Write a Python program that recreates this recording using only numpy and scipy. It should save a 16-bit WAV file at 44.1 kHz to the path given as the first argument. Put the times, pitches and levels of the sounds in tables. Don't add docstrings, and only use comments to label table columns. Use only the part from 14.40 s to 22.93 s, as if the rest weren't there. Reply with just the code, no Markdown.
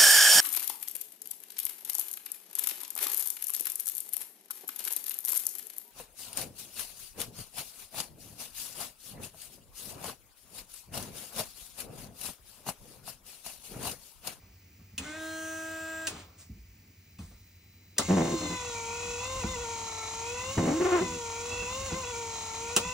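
import sys
import numpy as np
from scipy import signal
from scipy.fft import rfft, irfft, next_fast_len
from scipy.io import wavfile
from scipy.ndimage import uniform_filter1d, map_coordinates

SR = 44100
rng = np.random.default_rng(int(sys.argv[2]) if len(sys.argv) > 2 else 0)


def master_out(mix):
    frames = np.transpose(np.atleast_2d(mix))
    ceiling = np.clip(frames, -1, 1)
    pcm = np.round(ceiling * 32767).astype(np.int16)
    wavfile.write(sys.argv[1], SR, pcm)


N = 376173


# time into the turn in s, armature slots passing per second.
LOAD_CYCLE = [(0, 543), (.2, 531), (.38, 513), (.55, 490), (.66, 468), (.76, 461), (.93, 480), (1.08, 478),
              (1.2, 524), (1.29, 528), (1.43, 516), (1.56, 476), (1.64, 461), (1.78, 451), (1.95, 443),
              (2.12, 459), (2.3, 497), (2.44, 540)]
# time in s, gain in Hz.
SLIPPERY_GLASS = [(3.6, -1), (5.7, 0), (6.1, 0.5), (6.19, 10), (6.55, 12), (6.7, 0.5), (6.9, -2.5),
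                  (7.15, 6.5), (7.5, 9.5), (7.9, 3), (8.15, 5.5), (8.33, 12.5), (8.5, 1.5)]
# time in s, dip in Hz, delay of the first rebound in s.
ARM_JOLTS = [(3.745, 22, 0.075), (5.04, 48, 0.138), (6.23, 28, .155), (7.52, 48, .136), (8.41, 24, 0.13)]
MOTOR_START_S, RUN_UP_S = 3.585, .013
TURN_START_S, TURN_S = 3.7, 2.48
JOLT_WIDTH_S, REBOUND_SHRINK, REBOUND_KEEPS = .028, .63, .58
MID_SPEED_HZ = 480

# frequency in Hz, level in dB.
SLOT_TONE_RESPONSE = [(442, -50.5), (452, -52.5), (461, -44.5), (472, -42), (484, -40.5), (499, -47),
                      (510, -45.5), (530, -41), (548, -49)]
SLOT_OCTAVE_RESPONSE = [(885, -47), (925, -42.5), (945, -44), (965, -52), (990, -40), (1030, -46),
                        (1055, -40.5), (1095, -51)]
# frequency in Hz, level in dB.
THIRD = [(1330, -48), (1368, -56), (1395, -51.5), (1470, -54), (1570, -58.5)]
FOURTH = [(1780, -76), (1900, -62), (1980, -54.5), (2020, -44), (2060, -50), (2110, -54), (2190, -53)]
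FIFTH = [(2225, -50.5), (2275, -58.5), (2315, -48), (2375, -52), (2430, -57), (2475, -49), (2515, -50.5),
         (2580, -63), (2630, -67.5), (2675, -48.5), (2740, -62)]
WORM = [(2500, -70), (2590, -67), (2640, -61.5), (2672, -40.5), (2710, -64), (2760, -75), (3000, -79)]
SEVENTH = [(3110, -78), (3160, -60), (3330, -57.5), (3395, -52.5), (3500, -54.5), (3600, -50.5),
           (3700, -54.5), (3780, -56.5)]
EIGHTH = [(3550, -68), (3750, -67.5), (3830, -61), (4000, -65.5), (4120, -56.5), (4200, -62.5),
          (4280, -58.5)]
# order of the shaft, response table, extra dB in the first sweep.
MOTOR_OVERTONES = [(36, THIRD, 0), (48, FOURTH, 0), (60, FIFTH, 5), (66, WORM, 0), (84, SEVENTH, 2),
                   (96, EIGHTH, 10)]
FIRST_SWEEP_S, FIRST_SWEEP_WIDTH_S = 4.06, 0.27
# order of the shaft, level in dB before the housing's gain.
WHINE_ORDERS = [(11, -63), (13, -61), (16, -64), (18, -60), (19, -61), (20, -60), (22, -62), (23, -57.5),
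                (25, -57.5), (26, -62), (28, -60), (29, -63), (30, -61), (32, -63), (34, -62), (35, -65),
                (37, -66), (47, -64), (49, -62), (52, -62), (53, -61), (58, -62), (62, -63), (63, -61),
                (64, -61), (65, -58), (72, -67), (74, -68), (75, -68), (95, -66), (100, -67), (102, -69),
                (106, -63), (108, -63), (119, -66), (126, -67), (132, -63), (142, -62), (144, -62),
                (154, -63), (156, -65), (167, -62), (168, -60), (170, -61)]
# centre in Hz, width in Hz, gain in dB.
HOUSING_MODES = [(2950, 50, -4.5), (4000, 82, 11.5), (6400, 160, 7.5), (6850, 120, -4.5)]
# frequency in Hz, level in dB.
GEAR_COLOUR = [(100, -26.5), (300, 1), (600, -1.5), (800, 2.5), (1120, 1), (1600, -11.5), (1900, -8),
               (2050, 7.5), (2350, -2), (2600, -2), (2900, -6)]
BRUSH_COLOUR = [(1500, -15.5), (2900, -6.5), (3400, -10.5), (4100, -6.5), (4700, -9.5), (5500, -4.5),
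                (6100, -1.5), (6700, 2.5), (7500, -2), (8700, -14), (9500, -2), (11400, -56.5),
                (12200, -13), (13400, -18.5), (15500, -13.5)]
TONE_BUILD_S = 0.31
WHINE_DB, WHINE_DB_PER_HZ = -0.5, 0.0051
BRUSH_DB, BRUSH_DB_PER_HZ = -41, 0.0264

# time in s, level in dB.
SINGING = [(4.7, -47.5), (5.97, -50), (7.2, -49.5), (8.47, -48)]
# centre in Hz, width in Hz, gain in dB.
SINGING_MODE = [(2676, 440, 0)]
SING_WIDTH_S, SING_ORDER = 0.31, 64
SING_SPREAD_HZ = 170

# time in s, level in dB.
CLUNKS = [(5.04, -31.5), (6.174, -45.5), (7.222, -45.5), (7.519, -31.5)]
# frequency in Hz, mean level in dB, t60 in s.
LINKAGE_MODES = [(42.3, -22.5, 0.37), (85, -10.5, 0.43), (180.6, -3.5, 0.19), (216, -4, 0.19),
                 (334, -2, 0.18), (816, -20, 0.04)]

# start in s, length in s, glass level in dB, rasp level in dB.
JUDDERS = [(3.682, 0.014, -26, -36.5), (3.698, .055, -22, -33.5), (3.765, 0.045, -26.5, -31.5),
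           (3.81, 0.026, -30.5, -38.5), (3.845, 0.058, -36.5, -39.5), (3.915, 0.025, -30, -45),
           (4.005, 0.056, -41.5, -43), (4.095, .035, -36.5, -49), (6.168, 0.041, -27, -36),
           (6.222, 0.023, -29, -41), (6.252, 0.055, -30.5, -34.5), (6.318, 0.017, -42, -41),
           (6.395, .035, -39, -42), (6.598, 0.029, -34.5, -44), (6.64, 0.13, -43.5, -60)]
# time in s, hops per second.
JUDDER_RATE = [(3.69, 88), (3.75, 98.5), (3.8, 84), (3.86, 82), (3.93, 80), (4.1, 89), (6.17, 80),
               (6.23, 83), (6.3, 79), (6.4, 82)]
# frequency in Hz, level in dB.
GLASS_COLOUR = [(60, -21.5), (90, -11), (125, 5), (160, 2.5), (185, 13), (215, -1.5), (247, 4.5),
                (278, -1.5), (330, 5), (380, -2), (470, -10), (650, -21), (1200, -47)]
RASP_COLOUR = [(250, -20.5), (480, 4.5), (720, 3.5), (900, -1.5), (1070, -1.5), (1300, -10.5), (1900, -9),
               (2600, -18), (4000, -28.5), (8000, -59), (12000, -87)]
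# start in s, length in s, tone level in dB, rasp level in dB, roughness from 0 to 1.
GROANS = [(3.845, 0.024, -30.5, -48, .3), (3.9, 0.059, -31.5, -53, 0.21), (4.002, 0.07, -38, -54.5, 0.23),
          (4.1, 0.049, -44, -48, .3), (6.255, 0.048, -30, -39, .35), (6.311, 0.076, -29.5, -43, .2),
          (6.4, 0.022, -23, -34.5, 0.44), (6.443, 0.025, -24.5, -30.5, .2), (6.482, .03, -33, -36, .3),
          (6.516, 0.044, -22.5, -29, 0.09), (6.57, 0.029, -34.5, -35, .3), (6.607, 0.013, -26.5, -42, .2)]
# time in s, slips per second.
SLIP_RATE = [(3.85, 324), (3.92, 350), (3.96, 325), (4.01, 320), (4.06, 295), (4.14, 314), (6.25, 238),
             (6.31, 272), (6.35, 322), (6.39, 335), (6.415, 382), (6.455, 352), (6.485, 390), (6.52, 358),
             (6.57, 355), (6.595, 307), (6.62, 373)]
# frequency in Hz, level in dB.
LIP_COLOUR = [(350, -12), (520, 0.5), (720, 0.5), (1070, -0.5), (1400, -4.5), (1800, -8), (2150, -10),
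              (2600, -12.5), (4000, -24.5), (8000, -54.5)]
JUDDER_JITTER, JUDDER_GRIT = .05, .5
GRAB_ATTACK_S, GRAB_T60_S = 0.0048, 0.12

# time in s, level in dB.
FLIPS = [(5.034, -33), (6.179, -25), (7.511, -39)]
# frequency in Hz, level in dB.
FLIP_COLOUR = [(150, -14.5), (400, 6), (950, 7), (1400, -8.5), (2100, -2), (2700, -16), (3500, -29),
               (8000, -52)]

# time in s, speed in Hz.
PUMP_SPEED = [(.577, 200), (.6, 245), (.63, 272), (.655, 300), (.715, 307), (.755, 315), (.8, 318.7),
              (.9, 320), (1.1, 321.1), (1.4, 321.9)]
# multiple of the pitch, dB while it draws air,
# dB once primed, drift in dB per second.
PUMP_ORDERS = [(1, -7, -1.5, -7), (2, -14, -4.3, -.5), (3, -22, -21, 3.5), (4, -14, -9.5, -.5),
               (5, -5, -.7, 2), (6, -24, -18.5, 4), (7, -19, -31, 0), (8, -28, -30, 0), (9, -35, -19, -3),
               (10, -35, -24, -3), (11, -32, -33, 14), (12, -31, -32, 8), (13, -26, -33, 3),
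               (14, -33, -26, 0), (16, -30, -23, -5), (17, -35, -29, 2), (18, -28, -25, -8),
               (19, -36, -37, 15), (20, -30, -24, -3), (21, -34, -26, -3), (22, -26, -18, -5),
               (23, -19, -17, 7), (25, -28, -21, 5), (28, -26, -17, -12), (29, -21, -12, -1),
               (30, -23, -14, 2)]
# multiple, time in s, width in s, dB.
PUMP_FLARES = [(7, .685, .04, -12), (6, .755, .035, -12), (8, .755, .04, -13), (11, .8, .1, -18),
               (12, .83, .09, -16), (13, .92, .09, -14), (10, .96, .13, -19), (18, 1.1, .18, -17),
               (20, 1.1, .17, -9.5), (29, 1.15, .2, -12), (8, 1.15, .13, -20), (8, 1.47, .28, -15.5)]
# centre in Hz, width in Hz, gain in dB.
PUMP_BODY = [(1230, 87, -3), (1550, 95, -12), (1900, 100, 2), (2170, 90, 0), (2510, 84, 0), (3550, 130, -4),
             (3850, 146, -7)]
# start in s, length in s, level in dB, t60 in s.
SPRAY = [(.58, 0.033, -47, 0.65), (0.62, 1.04, -51, 0.24), (1.675, 0.13, -50, 0.24)]
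# frequency in Hz, level in dB.
SPRAY_COLOUR = [(60, -4), (200, -2.5), (700, -2), (1400, -0.5), (2700, -1), (4200, -3), (4800, -9),
                (7000, -2), (8000, -3.5), (15500, -23)]
# frequency in Hz, level in dB.
VANE_COLOUR = [(1000, -33.5), (9000, -5), (11500, -31.5), (13500, 4), (15500, -1.5)]
SPIT_COLOUR = [(3000, -10.5), (6000, -3.5), (8500, -1.5), (12000, -15.0)]
PUMP_ON_S, PUMP_OFF_S = .577, 1.668
PUMP_DB = -42.5
FIRST_BITE_S = 0.648
PRIME_S, PRIME_TAKES_S, AIR_FLUTTER_DB = 0.744, 0.081, 3
PRIMED_S = .85
COAST_S, COAST_DB_PER_S = .3, 58
RATTLE_DB, RATTLE_HOLD_S, RATTLE_T60_S = -50, 0.073, 0.28
SPIT_S, SPIT_LENGTH_S, SPIT_DB = 1.975, 0.043, -51.5

# time in s, crack in dB, crack t60 in s, knock in dB, ping in dB.
SNAPS = [(0.579, -30, 0.074, -54.5, -31), (1.670, -25, 0.038, -55, -30), (1.673, -35, 0.14, -41, -44),
         (2.786, -55, 0.83, -78, -55), (3.565, -64, 0.095, -51, -51.5), (3.582, -20, 0.034, -40, -47),
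         (3.584, -15, 0.011, -25, -55.5), (3.592, -42, 0.08, -36, -49), (8.364, -12.5, 0.029, -25, -22),
         (8.37, -28.5, 0.061, -36, -42)]
# frequency in Hz, level in dB.
CRACK_COLOUR = [(300, -30), (1000, -16.5), (1900, 1), (2600, -15), (3500, 1.5), (5300, 0), (6000, 5),
                (8000, 3.5), (9800, 7.5), (11500, -12), (14500, -6.5), (15500, -3)]
KNOCK_COLOUR = [(60, -11), (180, 5), (350, 5), (700, 0.5), (1300, 0), (2000, -17), (5000, -6.5),
                (11000, -75)]
# frequency in Hz, level in dB.
PING_COLOUR = [(2000, -56.0), (2550, 2.0), (2750, -4.5), (3100, -8.5), (4500, -27.5)]

# time in s, thud in dB, knock in dB, t60 of both in s, panel sway in dB.
BUMPS = [(0.014, -63.5, -65, 1, -53), (0.391, -49.5, -66, 0.32, -71), (.525, -46.5, -68, 0.2, -63),
         (.59, -43.5, -47, 0.34, -63.5), (1.703, -47.5, -45, 0.71, -70), (2.095, -36.5, -80, 0.2, -48.5),
         (2.17, -61, -92, 0.2, -51), (2.786, -36, -51.5, 0.3, -46.5), (2.91, -68, -61.5, 0.32, -62),
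         (4.65, -48, -55, 0.23, -44.5), (4.951, -42.5, -50, 0.25, -43), (5.037, -28.5, -37.5, 0.13, -38),
         (5.114, -40.5, -47, 0.16, -53), (6.177, -20, -47, 0.13, -59), (6.6, -35, -57, 0.36, -63),
         (7.11, -48.5, -43.5, 0.31, -41), (7.219, -47, -38, 0.12, -55), (7.4, -45, -49, 0.41, -43.5),
         (7.519, -33.5, -39.5, 0.23, -47.5), (8.45, -37.5, -62, 0.23, -47)]
# frequency in Hz, level in dB.
THUD_COLOUR = [(25, -29), (55, -3.5), (85, 7.5), (125, -7), (190, 1), (300, -19.5), (600, -43), (3000, -94)]
SWAY_COLOUR = [(15, -37), (30, -25.5), (43, -4.5), (62, 0), (100, -27.5), (300, -52.5)]
SWAY_ATTACK_S, SWAY_T60_S = 0.028, 0.73

WHISTLE_S, WHISTLE_RISE_S, WHISTLE_DB = 2.43, 0.42, -69.5

# frequency in Hz, level in dB.
DRONE_COLOUR = [(35, -34), (70, -5), (94, 6.5), (120, -12), (180, -9), (280, -15), (500, -26),
                (1500, -46.5)]
GARAGE_COLOUR = [(60, -9), (300, -2.5), (550, -5.5), (1500, -3), (2300, 9), (3400, -4), (5000, 3),
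                 (5700, 0), (7300, -0.5), (8600, -7.5), (12000, -18.5), (14000, -12.5), (15000, 16),
                 (15700, 1)]
# frequency in Hz, level in dB.
THIN_TONES = [(2000, -78), (6000, -77.5), (10000, -73.5)]
REST_SWAY_DB, REST_DRONE_DB = -74, -59
RUN_SWAY_DB, RUN_DRONE_DB, SHAKE_DB_PER_HZ = -58.5, -51, 0.0865

# frequency in Hz, share of the power scattered.
SCATTERED_SHARE = [(80, .001), (140, .005), (300, .02), (550, .18), (1000, .11), (1700, .13), (2400, .3),
                   (3000, .33), (5000, .33), (5900, .11), (8500, .11), (10500, .003), (13200, .003),
                   (15500, .2)]
# frequency in Hz, left minus right in dB.
STANDING_BALANCE = [(320, -3.7), (440, -2), (456, -4), (480, 0), (500, -1), (540, 5), (640, -1.5),
                    (885, 10), (905, 10), (925, 2), (965, -2.5), (1005, 2), (1060, -3), (1090, -7),
                    (1285, -1), (1610, 1), (2500, 0)]
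# frequency in Hz, left minus right in dB.
PORT_BALANCE = [(100, 0), (330, .7), (550, 3), (950, 2.5), (1600, .5), (2500, 0), (4000, .5), (7000, 0)]
# frequency in Hz, radians by which the left leads.
PORT_PHASE = [(250, 0), (550, .55), (1000, .3), (1450, -.35), (2000, 0), (5000, -.2), (6500, -1),
              (8000, -1.7), (10500, -3.1), (13200, -3.2), (15500, -4.3)]
TOP_HZ = 15800


def amp(db):
    return 10 ** (np.asarray(db) / 20)


def unit(x):
    return x / np.sqrt(np.mean(x ** 2) + 1e-20)


def levelled(x, size=1500):
    return x / np.sqrt(np.abs(uniform_filter1d(x * x, size)) + 1e-9)


def along(points, hz):
    f, v = np.transpose(points)
    return np.interp(np.log(hz + 1), np.log(f + 1), v)


def curves(rows):
    s, *columns = np.transpose(rows)
    return [np.interp(np.arange(N) / SR, s, column) for column in columns]


def wobble(rate):
    knots = rng.standard_normal(int(N * rate / SR) + 4)
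    fine = np.arange(0, N * rate / SR + 1, 1 / 8)
    return np.interp(np.arange(N) * (rate / SR), fine, map_coordinates(knots, [fine]))


def since(s):
    return np.maximum(np.arange(N) / SR - s, 0)


def held(s, length, attack, t60):
    release_db = -60 * np.minimum(since(s + length) / t60, 2)
    return (1 - np.exp(-since(s) / attack)) * amp(release_db)


def burst(s, t60, attack):
    return held(s, 0, attack, t60)


def swell(s, width):
    return np.exp(-np.minimum(((np.arange(N) / SR - s) / width) ** 2, 20))


def filtered(x, response):
    m = next_fast_len(N + SR // 2)
    return irfft(rfft(x, m) * response(np.fft.rfftfreq(m, 1 / SR)), m)[..., :N]


def coloured(x, spectrum):
    return unit(filtered(x, lambda hz: amp(along(spectrum, hz))))


def noise(spectrum):
    return coloured(rng.standard_normal(N), spectrum)


def resonance(modes, hz):
    power = sum(amp(db) ** 2 / (1 + (2 * (hz - centre) / width) ** 2) for centre, width, db in modes)
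    return np.sqrt(power)


def partial(turns, order):
    return np.sqrt(2) * np.sin(2 * np.pi * (order * turns + rng.random()))


def rotor(turns, count):
    spectrum = np.r_[0, np.exp(2j * np.pi * rng.random(count))]
    pattern = irfft(spectrum, 16 * count)
    return unit(np.interp(turns % 1, np.arange(len(pattern)) / len(pattern), pattern))


def motor_speed():
    turn_time = (np.arange(N) / SR - TURN_START_S) % TURN_S
    hz = np.interp(turn_time, *np.transpose(LOAD_CYCLE)) + curves(SLIPPERY_GLASS)[0]
    for s, dip_hz, rebound in ARM_JOLTS:
        for k in range(3):
            delay = rebound * sum(REBOUND_SHRINK ** j for j in range(k))
            hz = hz - dip_hz * REBOUND_KEEPS ** k * swell(s + delay, JOLT_WIDTH_S)
    return hz * (1 - .5 * np.exp(-since(MOTOR_START_S) / RUN_UP_S))


def wiper_motor(slot_hz):
    slots = np.cumsum(slot_hz * (1 + 0.001998 * wobble(25))) / SR
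    turns = slots / 12
    over_mid_hz = slot_hz - MID_SPEED_HZ

    def chatter():
        return unit(amp(2 * wobble(16)) * (1 + .4 * wobble(130)))

    def scrape(hiss):
        return rotor(turns, count=360) + hiss * rng.standard_normal(N)

    hum = 0
    for k, colour in enumerate([SLOT_TONE_RESPONSE, SLOT_OCTAVE_RESPONSE], 1):
        hum = hum + amp(along(colour, k * slot_hz) + 1.03 * wobble(16)) * partial(slots, order=k)

    first = swell(FIRST_SWEEP_S, FIRST_SWEEP_WIDTH_S)
    overtones = 0
    for k, colour, first_db in MOTOR_OVERTONES:
        size = amp(along(colour, k * slot_hz / 12) + first_db * first)
        overtones = overtones + size * chatter() * partial(turns, order=k)

    whine = sum(amp(db) * partial(turns, order=k) for k, db in WHINE_ORDERS) * chatter()
    whine = filtered(whine, lambda hz: np.hypot(.8, resonance(HOUSING_MODES, hz)))
    whine = amp(WHINE_DB + WHINE_DB_PER_HZ * over_mid_hz) * whine

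    low_scrape = filtered(scrape(hiss=1.03), lambda hz: hz < 3000)
    gear = amp(-52.5) * coloured(low_scrape, GEAR_COLOUR)

    sparks = unit(1 + 0.3 * np.cos(2 * np.pi * slots)) * amp(0.99 * wobble(80))
    brushes = coloured(sparks * scrape(hiss=0.81), BRUSH_COLOUR)
    brushes = amp(BRUSH_DB + BRUSH_DB_PER_HZ * over_mid_hz) * brushes

    build_up = 1 - np.exp(-since(MOTOR_START_S) / TONE_BUILD_S)
    running = np.clip(since(MOTOR_START_S) / 0.043, 0, 1)
    return build_up * hum, running * (overtones + whine + gear + brushes)


def housing(slot_hz):
    def narrow(hz):
        return resonance([(0.0087, SING_SPREAD_HZ, 0)], hz) ** 3

    grain = filtered(rng.standard_normal((2, N)), narrow)
    phase = 2 * np.pi * SING_ORDER * np.cumsum(slot_hz / 12) / SR
    band = grain[0] * np.cos(phase) + grain[1] * np.sin(phase)
    teeth = filtered(band, lambda hz: resonance(SINGING_MODE, hz) ** 2)
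    return sum(amp(db) * swell(s, SING_WIDTH_S) for s, db in SINGING) * unit(teeth)


def blade():
    def strokes(rows, body, rasp):
        total = 0
        for s, length, body_db, rasp_db, *_ in rows:
            grab = held(s, length, GRAB_ATTACK_S, GRAB_T60_S)
            total = total + grab * (amp(body_db) * body + amp(rasp_db) * rasp)
        return total

    def grit(cycles):
        return rng.standard_normal(N) * (1 + 0.4 * np.cos(2 * np.pi * cycles))

    hops = np.cumsum(curves(JUDDER_RATE)[0] * (1 + JUDDER_JITTER * wobble(70))) / SR
    shake = rotor(hops, count=48) * amp(2.6 * wobble(60)) + JUDDER_GRIT * grit(hops)
    glass = levelled(coloured(shake, GLASS_COLOUR), size=1000)
    judder = strokes(JUDDERS, glass, levelled(coloured(shake, RASP_COLOUR)))

    roughness = curves([(s + length / 2, r) for s, length, _, _, r in GROANS])[0]
    rough = np.clip(roughness, 0, 1)
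    cycles = np.cumsum(curves(SLIP_RATE)[0] * (1 + .14 * rough * wobble(160))) / SR
    slips = unit(sum(partial(cycles, order=k) for k in range(1, 13)))
    smooth_rasp = (1 - rough) * coloured(slips, LIP_COLOUR)
    rough_rasp = (rough + .15) * coloured(grit(cycles), LIP_COLOUR)
    groan = strokes(GROANS, partial(cycles, order=1), levelled(smooth_rasp + rough_rasp))
    return judder + groan


def linkage():
    t, out = np.arange(SR) / SR, np.zeros(N + SR)
    for s, db in CLUNKS:
        ring = 0
        for hz, level_db, t60 in LINKAGE_MODES:
            decay = amp(level_db + rng.normal(0, 1.7) - 60 * t / t60)
            ring = ring + decay * np.sin(2 * np.pi * hz * t)
        out[round(s * SR):][:SR] += amp(db) * (1 - np.exp(-t / 0.0041)) * ring
    return out[:N]


def flips():
    clack = sum(amp(db) * burst(s, t60=0.063, attack=0.0008) for s, db in FLIPS)
    return clack * levelled(noise(FLIP_COLOUR), size=300)


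def pump():
    t, off = np.arange(N) / SR, since(PUMP_OFF_S)
    hz = curves(PUMP_SPEED)[0] * np.exp(-off / COAST_S)
    primed = np.clip((t - PRIME_S) / PRIME_TAKES_S, 0, 1)
    unsteadiness = (0.00048 + .004 * (1 - primed)) * wobble(60)
    turns = np.cumsum(hz * (1 + unsteadiness)) / SR
    gain = amp(PUMP_DB) * held(PUMP_ON_S, PUMP_OFF_S - PUMP_ON_S, attack=.01, t60=0.22)
    bite = np.clip((t - FIRST_BITE_S) / 0.024 + .5, 0, 1)
    flutter_db, waver_db = AIR_FLUTTER_DB * (1 - primed), 0.086 * primed

    hum = 0
    for k, air_db, wet_db, drift in PUMP_ORDERS:
        db = air_db + primed * (wet_db - air_db) + drift * (since(PRIMED_S) - off)
        db = db - k * COAST_DB_PER_S * np.minimum(off, .5)
        db = db + flutter_db * wobble(69.8) + k * waver_db * wobble(6.5)
        flare = sum(amp(peak_db) * swell(s, width) for order, s, width, peak_db in PUMP_FLARES if order == k)
        hum = hum + (amp(db) + flare) * (bite if k > 1 else 1) * partial(turns, order=k)

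    buzz = gain * amp(-18) * primed * coloured(rotor(turns, count=49), VANE_COLOUR)
    body = unit(filtered(rng.standard_normal(N), lambda f: resonance(PUMP_BODY, f) ** 2))
    rattle = amp(RATTLE_DB) * held(PUMP_ON_S, RATTLE_HOLD_S, attack=0.097, t60=RATTLE_T60_S) * body
    spit = amp(SPIT_DB) * held(SPIT_S, SPIT_LENGTH_S, attack=0.014, t60=0.19) * noise(SPIT_COLOUR)
    flow = sum(amp(db) * held(s, length, attack=0.014, t60=t60) for s, length, db, t60 in SPRAY)
    return gain * hum, spit + buzz + rattle + flow * noise(SPRAY_COLOUR)


def snaps():
    crack = knock = ping = 0
    for s, crack_db, t60, knock_db, ping_db in SNAPS:
        tail = amp(-14.5) * burst(s, 0.13, attack=0.0056)
        crack = crack + amp(crack_db) * (burst(s, t60, attack=0.0001) + tail)
        knock = knock + amp(knock_db) * burst(s, 0.14, attack=0.003)
        ping = ping + amp(ping_db) * burst(s, 0.076, attack=0.00017)
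    dash = amp(-36.0) * burst(SNAPS[0][0], 0.3, attack=0.017) * np.sin(2 * np.pi * 268 * np.arange(N) / SR)
    return dash + crack * noise(CRACK_COLOUR) + knock * noise(KNOCK_COLOUR) + ping * noise(PING_COLOUR)


def bumps():
    thud = knock = sway = 0
    for s, thud_db, knock_db, t60, sway_db in BUMPS:
        thud = thud + amp(thud_db) * burst(s, t60, attack=0.0068)
        knock = knock + amp(knock_db) * burst(s, t60, attack=0.0021)
        sway = sway + amp(sway_db) * burst(s, SWAY_T60_S, SWAY_ATTACK_S)
    swaying = sway * levelled(noise(SWAY_COLOUR), size=6000)
    return thud * levelled(noise(THUD_COLOUR)) + knock * noise(KNOCK_COLOUR) + swaying


def whistle():
    rise = 1 - np.exp(-since(WHISTLE_S) / WHISTLE_RISE_S)
    return amp(WHISTLE_DB) * rise * np.sin(2 * np.pi * 4000 * np.arange(N) / SR)


def background(slot_hz):
    shake = (since(MOTOR_START_S) > 0) * amp(SHAKE_DB_PER_HZ * (slot_hz - MID_SPEED_HZ))

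    def rumble(colour, rest_db, run_db):
        return np.hypot(amp(rest_db), amp(run_db) * shake) * levelled(noise(colour), size=6000)

    sway = rumble(SWAY_COLOUR, REST_SWAY_DB, RUN_SWAY_DB)
    drone = rumble(DRONE_COLOUR, REST_DRONE_DB, RUN_DRONE_DB)
    t = np.arange(N) / SR
    tones = sum(amp(db + 1.4 * wobble(1.8)) * np.sin(2 * np.pi * hz * t) for hz, db in THIN_TONES)
    return sway + drone + amp(-60.5) * noise(GARAGE_COLOUR) + tones


def standing_waves(x):
    def sides(hz):
        pair = amp(np.array([[.5], [-.5]]) * along(STANDING_BALANCE, hz))
        return pair / np.sqrt(np.mean(pair ** 2, axis=0))
    return filtered(x, sides)


def in_cab(x, size=8192):
    walls = rng.standard_normal(size) * amp(-60 * np.arange(size) / SR / .11)
    scattered = signal.fftconvolve(x, walls / np.linalg.norm(walls))[:N]

    def share(hz):
        return np.clip(along(SCATTERED_SHARE, hz), 0, 1)

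    direct = filtered(x, lambda hz: np.sqrt(1 - share(hz)))
    side = filtered(scattered, lambda hz: np.sqrt(share(hz)))
    return np.array([direct + side, direct - side])


def scene():
    slot_hz = motor_speed()
    motor_hum, whine = wiper_motor(slot_hz)
    pump_hum, water = pump()
    wiper = whine + housing(slot_hz) + blade() + linkage() + flips()
    rest = wiper + water + snaps() + bumps() + whistle() + background(slot_hz)
    return standing_waves(motor_hum + pump_hum) + in_cab(rest)


def record(dry):
    side = np.array([[.5], [-.5]])

    def ports(hz):
        level = amp(side * along(PORT_BALANCE, hz))
        return level * np.exp(1j * side * along(PORT_PHASE, hz)) * (hz < TOP_HZ)
    return filtered(dry, ports)


dry = scene()
out = record(dry)
master_out(out)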